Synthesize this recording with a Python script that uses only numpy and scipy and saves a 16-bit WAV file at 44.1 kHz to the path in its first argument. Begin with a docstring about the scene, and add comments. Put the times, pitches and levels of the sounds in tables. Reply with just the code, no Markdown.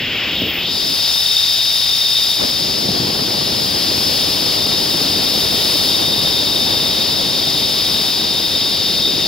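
"""A zip-line trolley runs along a steel cable through the forest, the microphone riding just below it.
Its whirr is a smeared tone: the twisted strands pass under the pulleys at an unsteady rate.
One pulley mode sings at a fixed high note, made by letting noise ring in a narrow band.
The contact hisses as grainy filtered noise. Wind buffets and rushes as low, wide filtered noise,
and drops while the microphone is turned back into the lee."""
import sys
import numpy as np
from scipy.fft import rfft, irfft, next_fast_len
from scipy.io import wavfile
from scipy.ndimage import uniform_filter1d

SR = 44100
rng = np.random.default_rng(int(sys.argv[2]) if len(sys.argv) > 2 else 0)


def int16_out(signal):
    """Quantize to a 16-bit WAV file."""
    q = np.round(np.clip(np.atleast_2d(signal).T, -1, 1) * 32767)
    wavfile.write(sys.argv[1], SR, q.astype(np.int16))


N = 408807
TIME = np.arange(N) / SR   # seconds
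SIZE = next_fast_len(N)
BINS = np.maximum(np.arange(SIZE // 2 + 1) * SR / SIZE, 1)   # Hz

# The whirr starts dull, then opens up. Each row: time in seconds, centre of the whirr in Hz.
WHIRR_PITCH = [(0, 2598), (.28, 2700), (.39, 3230), (.47, 2886), (.56, 2460), (.63, 3160), (.68, 3750),
               (.74, 4596), (1.2, 4836), (2.5, 4842), (3.1, 4602), (5, 4672), (9.27, 4585)]
# How hard the pulleys bear on the cable; drives hiss, sizzle and whirr.
# Each row: time in seconds, level change in dB.
CONTACT = [(.75, -3.5), (1.15, 0.7), (2.3, -0.5), (2.8, -3.5), (3.5, -2), (4.1, 1), (4.75, -0.7),
           (5.75, 2.5), (6.15, -0.4), (6.85, -0.5), (7.3, -2), (7.95, 0.5), (8.3, -2), (9.27, -2)]
NOTE_HZ = 3682   # the pulley mode that sings


def from_db(db):
    """Turn decibels into gain."""
    return 10 ** (np.asarray(db) / 20)


def rms_one(x):
    """Scale a signal to unit power."""
    return x / np.sqrt(np.mean(x ** 2) + 1e-20)


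def in_time(rows):
    """Draw each column of a table as a curve over all samples."""
    seconds, *columns = np.transpose(rows)
    return [np.interp(TIME, seconds, column) for column in columns]


def over_hz(points):
    """Draw a table of frequencies as a curve over all bins, on a logarithmic pitch scale."""
    hz, value = np.transpose(points)
    return np.interp(np.log(BINS), np.log(hz), value)


def swells(rows):
    """Bell-shaped rises or dips in dB, summed for each level column."""
    return sum(np.outer(db, np.exp(-((TIME - centre) / length) ** 2)) for centre, length, *db in rows)


def drift(rate):
    """A smooth random curve of unit power that changes about rate times a second."""
    spectrum = rfft(rng.standard_normal(SIZE))
    return rms_one(irfft(spectrum / (1 + (BINS / rate) ** 2), SIZE)[:N])


def white():
    """Two unrelated noises."""
    return rng.standard_normal((2, N))


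def stereo(pair, colour_db, likeness, pan_db=0, lead=0):
    """Colour two unrelated signals and mix them into left and right; their mean has unit power."""
    mid, side = rfft(pair, SIZE) * from_db(colour_db)
    alike = np.clip(over_hz(likeness), -.995, .995)
    sign = np.array([[1], [-1]])   # left, right
    ears = np.sqrt(1 + alike) * mid + sign * np.sqrt(1 - alike) * side
    ears = ears * from_db(sign * pan_db / 2) * np.exp(.5j * sign * lead)
    out = irfft(ears, SIZE)[:, :N]
    return out / out.mean(axis=0).std()


def from_trolley(pair, colour_db):
    """Place a sound at the trolley, to the left: the sides differ in level and phase."""
    # Each row: frequency in Hz, correlation between left and right (1 is alike).
    likeness = [(1000, 1), (2500, 0.97), (3400, 0.91), (4200, 1), (5200, 0.81), (6200, 0.31), (8000, 0.12),
                (9800, 0.39), (11000, 0.6), (13000, 1)]
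    # Each row: frequency in Hz, left minus right in dB.
    pan = [(1500, 1), (3600, 2), (4700, 4), (5700, 8), (6800, 8.5), (8200, 4), (9800, 2.5), (11000, 0)]
    # Each row: frequency in Hz, lead of the left side in radians.
    phase_lead = [(1500, 0.4), (3300, 0.25), (5200, 0.96), (6300, 2), (7300, 2.1), (9000, -2), (9900, 1.5),
                  (10700, -0.2), (13000, 0)]
    return stereo(pair, colour_db, likeness, over_hz(pan), over_hz(phase_lead))


def plate_lifts():
    """The side plates and pulleys resonate and lift some pitches, in dB at every bin."""
    # Resonances. Each row: frequency in Hz, width in Hz, lift in dB.
    plates = [(1916, 53, 3.5), (3270, 34, 6.5), (4785, 150, 3), (5260, 500, 4), (6650, 380, 1.5),
              (9790, 540, 6.5), (11670, 200, 5.5), (12300, 200, 7.5)]
    return sum(db / (1 + (2 * (BINS - hz) / width) ** 2) for hz, width, db in plates)


def turned():
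    """How far the microphone has swung round to face the rider and the pulleys, 0-1."""
    # Each row: time in seconds, share of the turn from 0 to 1.
    turn = [(.88, 0.03), (1.26, 0.99), (2.15, 1), (2.37, 0.8), (2.45, 0.25)]
    return in_time(turn)[0]


def dullness():
    """Octaves by which the whirr lies below its open pitch."""
    pitch, = in_time(WHIRR_PITCH)
    open_hz = 4642
    return np.maximum(np.log2(open_hz / pitch), 0)


def strands(spread_hz, steepness, slack, widening):
    """The strands pass under a pulley at a very unsteady rate: a tone smeared into a whirr."""
    pitch, = in_time(WHIRR_PITCH)
    height = pitch / pitch.max()
    spectrum = rfft(white(), SIZE) / np.sqrt(1 + (BINS / spread_hz) ** steepness)
    scatter = rms_one(irfft(spectrum, SIZE)[:, :N])
    # a low whirr reads the scatter more slowly, so it is narrower
    position = np.cumsum(height ** widening)
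    a, b = [np.interp(position, np.arange(N), part) for part in scatter]
    # a high whirr is more even in strength
    unsteady = (a + 1j * b) / (slack + a ** 2 + b ** 2) ** (height ** 2 / 2)
    carrier = np.exp(2j * np.pi * np.cumsum(pitch) / SR)
    return np.real(unsteady * carrier)


def whirr():
    """The strands shake the trolley, whose body and plates colour the sound; its strength is evened out."""
    # Broad response of the trolley. Each row: frequency in Hz, response in dB.
    body = [(600, -15), (1400, -4.5), (2200, -2.5), (3000, 1.5), (3600, 0), (4100, -2.5), (4600, -0.5),
            (5250, 1), (5600, -6.5), (6100, -9.5), (7200, -3.5), (8200, -19), (16000, -22)]
    pair = [strands(spread_hz=726, steepness=2.78, slack=0.11, widening=.3) for _ in range(2)]
    sound = from_trolley(pair, over_hz(body) + plate_lifts())
    power = uniform_filter1d(sound.mean(axis=0) ** 2, size=4410)   # over 0.1 s
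    return sound / np.sqrt(power)


def singing(width_hz, skirt_hz, evenness):
    """Countless small knocks of the cable keep one pulley mode ringing: a fixed pitch, fluttering in strength."""
    detune = BINS - NOTE_HZ
    peak = 1 + (2 * detune / width_hz) ** 2
    skirt = 1 + (detune / skirt_hz) ** 4
    sound = from_trolley(white(), -10 * np.log10(peak * skirt))
    power = uniform_filter1d(sound.mean(axis=0) ** 2, size=3000)
    return rms_one(sound / power ** (evenness / 2))   # friction reins in the longer swells


def trolley():
    """The whirr follows the contact and yields to the note; both gain when the microphone faces the pulleys."""
    # Level of the singing note, heard facing forward. Each row: time in seconds, level in dB.
    note_level = [(0, -29), (.7, -24.5), (2.5, -25), (3, -30), (3.9, -29.5), (5.2, -26), (6.2, -21.5),
                  (7.2, -23.5), (8.4, -23), (9.27, -22)]
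    # The note flares up. Each row: centre in seconds, length in seconds, rise in dB.
    note_surges = [(.39, .04, 5), (1.385, .02, 5), (2.19, 0.03, 3.5), (4.23, .03, 3.5), (4.63, 0.024, 6),
                   (4.74, .025, 6), (9.06, 0.024, 6)]
    # The whirr dips briefly. Each row: centre in seconds, length in seconds, change in dB.
    whirr_dips = [(2.37, 0.052, -1.5), (6.08, .07, -0.5)]
    turned_note_db, turned_whirr_db = 6.5, 0.7   # gain when fully turned
    contact_db, = in_time(CONTACT)
    pitch, = in_time(WHIRR_PITCH)

    note_db, = in_time(note_level) + swells(note_surges) + turned_note_db * turned()
    reach = np.minimum(pitch / NOTE_HZ, 1) ** 3   # a whirr below the mode excites it less
    note = reach * from_db(note_db) * singing(width_hz=66, skirt_hz=265, evenness=0.45)

    whirr_db = -19.0 + 0.3 * contact_db   # takes a share of the contact's swing
    whirr_db = whirr_db + turned_whirr_db * turned()
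    whirr_db = whirr_db - 0.8 * dullness()   # softer while low and dull, in dB per octave
    whirr_db = whirr_db + swells(whirr_dips)[0]

    # the whirr loses power as the note swells
    yield_share, yield_s = 0.23, 0.0072   # share of the note's power; averaging time
    note_power = uniform_filter1d(note.mean(axis=0) ** 2, size=int(yield_s * SR) + 1)
    kept = 1 / np.sqrt(1 + yield_share * note_power / from_db(whirr_db) ** 2)
    waver_db = 0.43 * drift(4)   # the whirr wavers a little by chance
    return note + whirr() * kept * from_db(whirr_db + waver_db)


def contact_hiss(grain_db, grain_rate, swell_db):
    """Rough steel rolling on steel hisses in fine, uneven grains."""
    # Colour of the hiss. Each row: frequency in Hz, level in dB per Hz.
    hiss_colour = [(1000, -4), (2000, -4), (3500, 10), (6000, 0), (7000, -5.5), (8300, -2.5), (9200, 1),
                   (10400, 0), (11200, -1), (13200, -2), (14200, -9), (15700, 1)]
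    # Thin sizzle at the very top. Each row: frequency in Hz, level in dB per Hz.
    sizzle_colour = [(9000, -50), (12000, -44), (13400, -10), (14300, 7), (15000, -1), (16000, -5.5)]
    # The sizzle swells before the whirr opens. Each row: centre in seconds, length in seconds, rise in dB.
    sizzle_swells = [(0.51, .17, 9)]
    contact_db, = in_time(CONTACT)
    sizzle_swell_db, = swells(sizzle_swells)
    hiss_db = -25.5 - 40 * dullness()   # a dull whirr shuts the hiss off, in dB per octave
    hiss = from_db(hiss_db) * from_trolley(white(), over_hz(hiss_colour) + plate_lifts())
    sizzle = from_db(-39 + sizzle_swell_db) * from_trolley(white(), over_hz(sizzle_colour))
    grains = rms_one(from_db(grain_db * drift(grain_rate) + swell_db * drift(10)))
    return from_db(contact_db) * (hiss + sizzle) * grains


def wind(lump_db, lump_rate, rumble_db):
    """Large eddies buffet both ports together; small ones rush past each separately. 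Both drop in the lee."""
    # Airflow outside the lee. Each row: time in seconds, buffeting in dB, rush in dB.
    airflow = [(0, -29, -41.5), (.5, -30, -36), (.8, -33.5, -35), (2.5, -26.5, -34), (2.9, -22, -31),
               (4.2, -23, -30.2), (5.5, -23, -29.5), (6.6, -23, -29.5), (8.2, -25.5, -31.5), (9, -25, -33),
               (9.27, -22.5, -31.5)]
    # Gusts. Each row: centre in seconds, length in seconds, change of buffeting in dB, of rush in dB.
    gusts = [(.22, 0.096, -2, 5.5), (.42, .045, 5.5, -2), (.89, 0.051, 4.5, -2), (2.425, 0.04, 9, 8.5),
             (2.9, 0.034, 2.5, -1), (3.02, 0.034, 2, 0.5), (3.6, .05, 2.5, 0), (5.16, 0.025, 3, 1.5),
             (6.02, 0.029, 2, 1.5)]
    # Colours of the buffeting, the rush and the steady rumble of the moving air.
    # Each row: frequency in Hz, level in dB per Hz.
    buffet_colour = [(15, -30), (30, -22), (55, -8), (100, -2), (170, 0.5), (300, 0.5), (450, -3),
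                     (620, -6.5), (900, -24.5), (1600, -73)]
    rush_colour = [(100, -16), (250, -3), (500, -1.5), (780, 0.5), (1050, -3.5), (1500, -9), (2500, -11),
                   (5000, -13.5), (9000, -35)]
    rumble_colour = [(15, -20), (35, -10), (65, -0.5), (120, 1.5), (200, -6), (400, -23), (1000, -62)]
    # Each row: frequency in Hz, correlation between left and right (1 is alike).
    likeness = [(57, 0.98), (113, 0.99), (226, 0.92), (450, 0.67), (900, 0.25), (1800, -.1)]
    # The angle of the microphone to the airflow sets how wide the wind is.
    # Each row: time in seconds, gain of the left-right difference in dB.
    wind_width = [(0, -18), (.62, -11), (.8, 5), (1.2, 10), (2.2, 8), (2.6, 3.5), (9.27, 3)]
    lee_db = [-19, -5]   # change of buffeting and rush when fully turned
    buffet_db, rush_db = in_time(airflow) + swells(gusts) + np.outer(lee_db, turned())
    width_db, = in_time(wind_width)
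    buffet = from_db(buffet_db) * stereo(white(), over_hz(buffet_colour), likeness)
    rush = from_db(rush_db) * stereo(white(), over_hz(rush_colour), likeness, pan_db=-0.5)
    rumble = from_db(rumble_db) * stereo(white(), over_hz(rumble_colour), likeness)
    lumps = from_db(lump_db * drift(lump_rate))
    air = (buffet + rush) * lumps + rumble
    middle = air.mean(axis=0)
    return middle + from_db(width_db) * (air - middle)


def scene():
    """Whirr and singing note of the trolley, with hiss and wind around them."""
    hiss = contact_hiss(grain_db=0.76, grain_rate=140, swell_db=0.44)
    air = wind(lump_db=1.38, lump_rate=77, rumble_db=-42.5)
    return trolley() + hiss + air


def record(dry):
    """Cut the top off steeply."""
    cutoff_hz = 15750
    return irfft(rfft(dry, SIZE) / np.sqrt(1 + (BINS / cutoff_hz) ** 600), SIZE)[:, :N]


dry = scene()
out = record(dry)
int16_out(out)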